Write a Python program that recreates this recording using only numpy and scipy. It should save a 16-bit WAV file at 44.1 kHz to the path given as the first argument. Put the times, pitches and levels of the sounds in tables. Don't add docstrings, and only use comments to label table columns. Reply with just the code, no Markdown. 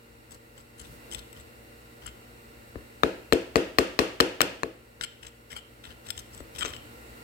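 import sys
import numpy as np
from scipy import signal
from scipy.fft import rfft, irfft, next_fast_len
from scipy.io import wavfile

SR = 44100
rng = np.random.default_rng(int(sys.argv[2]) if len(sys.argv) > 2 else 0)


def output_pcm(signal):
    pcm = np.clip(np.atleast_2d(signal).T, -1, 1) * 32767
    wavfile.write(sys.argv[1], SR, np.round(pcm).astype(np.int16))


N = 318843

# start in s, length in s, push and pull in relative dB, tilt in dB/octave.
STROKES = [(0.304, 0.062, -52, -58, 8.5), (0.561, 0.053, -57, -61.5, 3), (0.778, .1, -51, -58.5, 4),
           (1.104, 0.098, -47.5, -51, 4), (1.36, 0.055, -58.5, -56, 2), (2.016, 0.08, -60, -47, -4.5),
           (5.014, 0.036, -42.5, -36, -0.5), (5.225, 0.068, -50, -50, 0), (5.499, .1, -47, -44.5, -1),
           (5.829, 0.11, -51, -55.5, -3), (6.046, 0.065, -52.5, -47.5, 0.5),
           (6.161, 0.051, -54, -46.5, 7.5), (6.311, .105, -55, -53.5, 10), (6.547, 0.068, -48.5, -40.5, 5),
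           (6.607, 0.063, -32, -37.5, -2.5), (6.662, 0.112, -47.5, -50, 0)]


def gain_of(db):
    return 10 ** (np.asarray(db) / 20)


def curve_at(points, hz):
    points_hz, value = np.transpose(points)
    return np.interp(np.log(hz + 1), np.log(points_hz + 1), value)


def add(mix, start_s, sound):
    part = mix[round(start_s * SR):][:len(sound)]
    part += sound[:len(part)]


def soften(x, corner_hz):
    return signal.lfilter(*signal.butter(1, corner_hz, fs=SR), x)


def ring(modes, length_s):
    t = np.arange(int(length_s * SR)) / SR
    return sum((-1) ** k * gain_of(db - 60 * t / t60_s) * np.sin(2 * np.pi * hz * t)
               for k, (hz, db, t60_s) in enumerate(modes))


def scattered(modes, detune, scatter_db):
    draws = rng.standard_normal((len(modes), 2))
    return [(hz * (1 + detune * a), db + scatter_db * b, t60_s)
            for (hz, db, t60_s), (a, b) in zip(modes, draws)]


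def diffuse_noise(spectrum):
    # frequency in Hz, left-right correlation.
    correlation = [(60, 0.93), (130, 0.95), (290, 0.78), (640, -0.35), (1400, -0.57), (3100, 0.16),
                   (8000, 0.0015)]
    # frequency in Hz, left minus right in dB.
    balance = [(60, 6), (200, 3), (700, -1.5), (2400, 0.5), (8000, -2.5), (15000, -5)]
    size = next_fast_len(N, True)
    hz = np.fft.rfftfreq(size, 1 / SR)
    left, other = rfft(rng.standard_normal((2, size)))
    same, side_db = curve_at(correlation, hz), curve_at(balance, hz)
    right = same * left + np.sqrt(1 - same ** 2) * other
    ports = np.array([left * gain_of(side_db / 2), right * gain_of(-side_db / 2)])
    noise = irfft(ports * gain_of(curve_at(spectrum, hz)), size)[:, :N]
    return noise / np.sqrt(np.mean(noise ** 2))


def drift_db():
    # time in s, relative level in dB.
    levels = [
        [(0.0, -55.5), (0.71, -55.5), (1.06, -49.5), (1.43, -52.5), (2.95, -52)],
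        [(4.8, -56.5), (5.53, -56), (6.65, -50), (7.23, -48.5)],
    ]
    time_s, db = np.vstack(levels).T
    return np.interp(np.arange(N) / SR, time_s, db - db.mean())


def background(air_db=-52.5, hum_trim_db=-1, hum_follow=0.68):
    # frequency in Hz, relative density in dB.
    air_spectrum = [(12, -65), (20, -28), (43, -21), (65, -8.5), (86, -39.5), (116, -12.5), (172, -17),
                    (228, -5.5), (262, -9.5), (319, -2.5), (388, -9.5), (459, -3), (642, -12), (718, -10),
                    (1220, -15), (2750, -17), (3250, -25.5), (3950, -20), (6180, -30.5), (7950, -22.5),
                    (10200, -29), (12800, -26), (16000, -29)]
    # centre in Hz, half width in Hz, gain in dB.
    air_bands = [(1400, 93, 7), (1974, 150, 5.5), (2770, 100, 6), (4500, 110, 4.5), (4990, 250, -3.5),
                 (5450, 160, 5.5)]
    # frequency in Hz, relative level in dB.
    hum_partials = [(59.2, -62), (118.4, -60.5), (236.9, -63), (360.7, -74.5), (468.3, -65), (576.0, -69.5)]
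    t, grid_hz = np.arange(N) / SR, np.geomspace(10, SR / 2, num=1000)
    bands_db = sum(db * np.exp(-((grid_hz - hz) / width_hz) ** 2) for hz, width_hz, db in air_bands)
    hum = sum(gain_of(db) * np.sqrt(2) * np.sin(2 * np.pi * (hz * t + rng.random()))
              for hz, db in hum_partials)
    air = diffuse_noise(np.c_[grid_hz, curve_at(air_spectrum, grid_hz) + bands_db])
    return gain_of(air_db + drift_db()) * air + gain_of(hum_trim_db + hum_follow * drift_db()) * hum


def hand(hold_db=-60, lean_db=-54, rub_db=-33, rub_follow=0.43, lean_s=0.03):
    # frequency in Hz, relative density in dB.
    rumble_spectrum = [(20, -55), (50, 7.5), (100, 1), (160, -5.5), (300, -12), (600, -28)]
    rub_spectrum = [(60, 8), (220, 0), (480, 16.5), (800, 11), (1300, 12.5), (2100, 9.5), (2800, -20),
                    (3400, -21), (4500, 5), (6000, 0), (16000, -56)]
    grip_shift = (0.917, 0.15, -51)
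    lean, pressure, shift = np.zeros((3, N))
    for start_s, length_s, push_db, pull_db, _ in STROKES:
        swell = np.hanning(round((length_s + 2 * lean_s) * SR))
        add(lean, start_s - lean_s, swell)
        add(pressure, start_s - lean_s, gain_of(rub_follow * max(push_db, pull_db)) * swell)
    middle_s, length_s, db = grip_shift
    add(shift, middle_s - length_s / 2, gain_of(db) * np.sqrt(np.hanning(round(length_s * SR))))
    rumble_gain = gain_of(drift_db()) * (gain_of(hold_db) + gain_of(lean_db) * lean + shift)
    rumble = rumble_gain * diffuse_noise(rumble_spectrum)
    return rumble + gain_of(rub_db) * pressure * diffuse_noise(rub_spectrum)


def blade(force, tilt_db_oct, t60_scale=1, tilt_top_hz=8000):
    # frequency in Hz, relative level in dB, T60 in s.
    tip_modes = [(1380, -11.5, 0.017), (2000, -4, 0.0048), (2400, -6.5, 0.0076), (2810, -3, 0.0055),
                 (3096, -2.5, 0.015), (3540, 2, 0.0031), (4220, -2.5, 0.0035), (5320, -5, 0.0065),
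                 (6330, -9.5, 0.0053), (7646, -4, 0.013), (8175, -9, 0.0077), (10830, -12, 0.0073),
                 (10950, -9, 0.0037), (14100, -14, 0.0058)]
    lowest_hz = tip_modes[0][0]
    modes = [(hz, db + tilt_db_oct * np.log2(min(hz, tilt_top_hz) / lowest_hz), t60_s * t60_scale)
             for hz, db, t60_s in scattered(tip_modes, detune=0.0092, scatter_db=3)]
    return signal.fftconvolve(force, ring(modes, length_s=0.05))


def stroke_legs(push_share=0.48, turn_share=0.027):
    pull_at = push_share + turn_share
    for start_s, length_s, push_db, pull_db, tilt_db_oct in STROKES:
        yield start_s, length_s * push_share, push_db, tilt_db_oct
        yield start_s + length_s * pull_at, length_s * (1 - pull_at), pull_db, tilt_db_oct


def scraping(slips_per_s=170, slip_s=0.002, grains_per_s=5000, spread_db=4, trim_db=5.5):
    out = np.zeros(N)
    slips = rng.random(N) < slips_per_s / SR
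    bite = signal.lfilter([1], [1, -np.exp(-1 / (slip_s * SR))], slips)
    sizes = gain_of(spread_db * np.minimum(rng.exponential(1, N), 3)) * rng.choice([-1, 1], N)
    grains = sizes * (rng.random(N) < grains_per_s / SR)
    for start_s, length_s, db, tilt_db_oct in stroke_legs():
        span = slice(round(start_s * SR), round((start_s + length_s) * SR))
        drag = 0.22 * gain_of(0.84 * (db + 50))
        force = grains[span] * (bite[span] + drag)
        scrape = blade(force * signal.windows.tukey(len(force), alpha=0.42), tilt_db_oct)
        add(out, start_s, gain_of(db + trim_db) * scrape / (scrape[:len(force)].std() + 1e-12))
    return out


def snap(peak_db, tilt_db_oct, t60_scale=1, crumble_gain=0.62, crumble_s=0.0011):
    t = np.arange(SR // 100) / SR
    crumble = crumble_gain * np.exp(-t / crumble_s) * rng.standard_normal(len(t))
    click = blade((t == 0) + crumble, tilt_db_oct, t60_scale)
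    return gain_of(peak_db) * click / abs(click).max()


def snaps():
    # start in s, peak in dB, tilt in dB/octave, T60 factor.
    breakthroughs = [(1.123, -23, 4, 1.2), (1.136, -22.5, 8, 0.69), (1.147, -17, 4, 2.8),
                     (1.328, -32.5, 8.5, 1.5), (2.0655, -22, 20, 1), (5.011, -16.5, -2, 0.75),
                     (5.0375, -16.5, -2.5, 1.3), (6.104, -13, 1, 2), (6.177, -23, 3, 1.2),
                     (6.584, -23.5, 0, 1), (6.6088, -16, -1.5, 0.81), (6.7358, -24.5, -4, 1.6)]
    out = np.zeros(N)
    for start_s, peak_db, tilt_db_oct, t60_scale in breakthroughs:
        add(out, start_s, snap(peak_db, tilt_db_oct, t60_scale))
    return out


def handle_ring(db, corner_hz):
    # frequency in Hz, relative level in dB, T60 in s.
    tool_modes = [(510, -3, 0.0063), (750, -7.5, 0.0076), (914, -9.5, 0.0084), (1177, -2.5, 0.014),
                  (1790, -6, 0.013), (2503, -12.5, 0.013), (2920, -15.5, 0.013), (4005, -6.5, 0.01),
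                  (4700, -19, 0.0038), (6500, -25.5, 0.021), (7500, -34.5, 0.022), (11850, -23, 0.021),
                  (14700, -15, 0.0063)]
    modes = scattered(tool_modes, detune=0.06, scatter_db=1.6)
    return gain_of(db) * soften(ring(modes, length_s=0.0287), corner_hz)


def block_boom(db, corner_hz, hold_s=0.076):
    # frequency in Hz, relative level in dB, T60 in s.
    block_modes = [(62, -25, 0.12), (94.4, -22.5, 0.07), (210.7, -23, 0.12), (264, -17.5, 0.16),
                   (320.5, -28, 0.47), (331, -23, 0.42), (372.8, -21.5, 0.35), (417.2, -22, 0.24),
                   (450, -16, 0.21), (498.3, -25, 0.63), (550, -18, 0.048), (624, -36, 0.69),
                   (673, -22.5, 0.11)]
    modes = scattered(block_modes, detune=0.012, scatter_db=1)
    boom = gain_of(db) * soften(ring(modes, length_s=0.5), corner_hz)
    return boom / (1 + (np.arange(len(boom)) / (hold_s * SR)) ** 2)


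def arm_thud(db, corner_hz):
    # frequency in Hz, relative level in dB, T60 in s.
    arm_modes = [(65, -10, 0.19), (101, -7, .1), (204, -4, 0.02), (272, -0.5, 0.037), (492, 2.5, 0.016)]
    return gain_of(db) * soften(ring(arm_modes, length_s=0.5), corner_hz)


def crunch(db, corner_hz, crush_s=0.00053):
    t = np.arange(SR // 80) / SR
    burst = np.exp(-t / crush_s) * rng.standard_normal(len(t))
    return gain_of(db) * soften(burst, corner_hz)


def wall_pulse(db, corner_hz):
    return gain_of(db) * soften(signal.unit_impulse(SR // 100), 0.27 * corner_hz)


def blows(crunch_db=-12, pulse_db=20, ring_send_db=-12, bump_boom_db=-8, bump_send_db=-3):
    # start in s, strength in dB, corner in Hz, boom and room clang
    # offsets in dB, rebound delay in s, rebound peak in dB.
    knocks = [(3.034, 2, 3700, -5, -2, 0.0026, -28), (3.3244, 0, 8000, 2.5, -2.5, 0.0073, -11),
              (3.5575, -0.5, 6530, 1.5, 1, .009, -15.5), (3.7854, 3.5, 8950, -4, -3.5, 0.0049, -11),
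              (3.9905, 1.5, 8900, -3.5, -1, 0.0036, -10), (4.2023, 3, 9000, -5.5, -2.5, .0045, -1),
              (4.406, -0.5, 9000, -13, 0.5, 0.0091, -0.5), (4.6327, -6, 4520, -7, -7.5, 0.0023, -39)]
    # start in s, strength in dB, corner in Hz, thud in dB.
    bumps = [(2.7565, -19.5, 507, -26), (6.4044, -26, 884, -31.5), (6.6502, -16, 1500, -52)]
    crack, boom, clang, rebound = np.zeros((4, N))
    for start_s, db, corner_hz, boom_db, clang_db, rebound_s, rebound_db in knocks:
        tool = handle_ring(db, corner_hz)
        add(crack, start_s, tool)
        add(crack, start_s, crunch(db + crunch_db, corner_hz))
        add(clang, start_s, gain_of(clang_db + ring_send_db) * tool)
        add(clang, start_s, wall_pulse(db + clang_db + pulse_db, corner_hz))
        add(boom, start_s, block_boom(db + boom_db, corner_hz))
        add(rebound, start_s + rebound_s, snap(rebound_db, tilt_db_oct=2))
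    for start_s, db, corner_hz, thud_db in bumps:
        tool = handle_ring(db, corner_hz)
        add(crack, start_s, tool)
        add(clang, start_s, gain_of(bump_send_db) * tool)
        add(boom, start_s, block_boom(db + bump_boom_db, corner_hz) + arm_thud(thud_db, corner_hz))
    return crack, boom, clang, rebound


def garage_reverb(send, onset_s=0.00054):
    # frequency in Hz, T60 in s.
    decay_times = [(100, 0.6), (300, 0.46), (700, 0.5), (1800, 0.55), (3200, 0.56), (6000, 0.5),
                   (13000, 0.3)]
    # frequency in Hz, reverb gain in dB.
    colour = [(100, -18), (400, 1), (800, -4), (1500, -9.5), (2700, -4.5), (4200, -10.5), (8000, -14.5),
              (14000, -16.5)]
    # frequency in Hz, left-right correlation.
    correlation = [(100, 0.86), (400, .92), (700, 0), (1300, 0), (8000, 0.075)]
    hz, t, (left, other) = signal.stft(rng.standard_normal((2, SR)), SR, nperseg=256)
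    t60_s, same = curve_at(decay_times, hz)[:, None], curve_at(correlation, hz)[:, None]
    right = same * left + np.sqrt(1 - same ** 2) * other
    envelope = gain_of(curve_at(colour, hz)[:, None] - 60 * t / t60_s)
    unit_energy = np.sqrt(2 * np.log(1000) / (t60_s * SR))
    _, tail = signal.istft(np.array([left, right]) * envelope * unit_energy, SR, nperseg=256)
    fade_in = np.minimum(np.arange(SR) / (onset_s * SR), 1)
    return signal.fftconvolve(send[None], tail[:, :SR] * fade_in, axes=1)[:, :N]


def place(x, lag_ms, side_db):
    return np.array([x, gain_of(-side_db) * np.roll(x, round(lag_ms * SR / 1000))])


def scene(boom_send_db=-11, tip_send_db=-6, rebound_send_db=-14):
    crack, boom, clang, rebound = blows()
    tip = snaps() + scraping()
    direct = (place(crack, lag_ms=0.43, side_db=10) + place(boom, lag_ms=0.088, side_db=7)
              + place(tip + rebound, lag_ms=-0.45, side_db=11.5))
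    send = (clang + gain_of(boom_send_db) * boom + gain_of(tip_send_db) * tip
            + gain_of(rebound_send_db) * rebound)
    return direct + garage_reverb(send) + hand() + background()


def record(dry, ceiling=0.85, low_cut_hz=30, band_limit_hz=16200):
    dry = signal.lfilter(*signal.butter(2, low_cut_hz, "high", fs=SR), dry)
    rounded = dry / (1 + (dry / ceiling) ** 4) ** 0.25
    low_pass = signal.firwin(255, band_limit_hz, window=("kaiser", 9), fs=SR)
    return signal.oaconvolve(rounded, low_pass[None], "same")


dry = scene()
out = record(dry)
output_pcm(out)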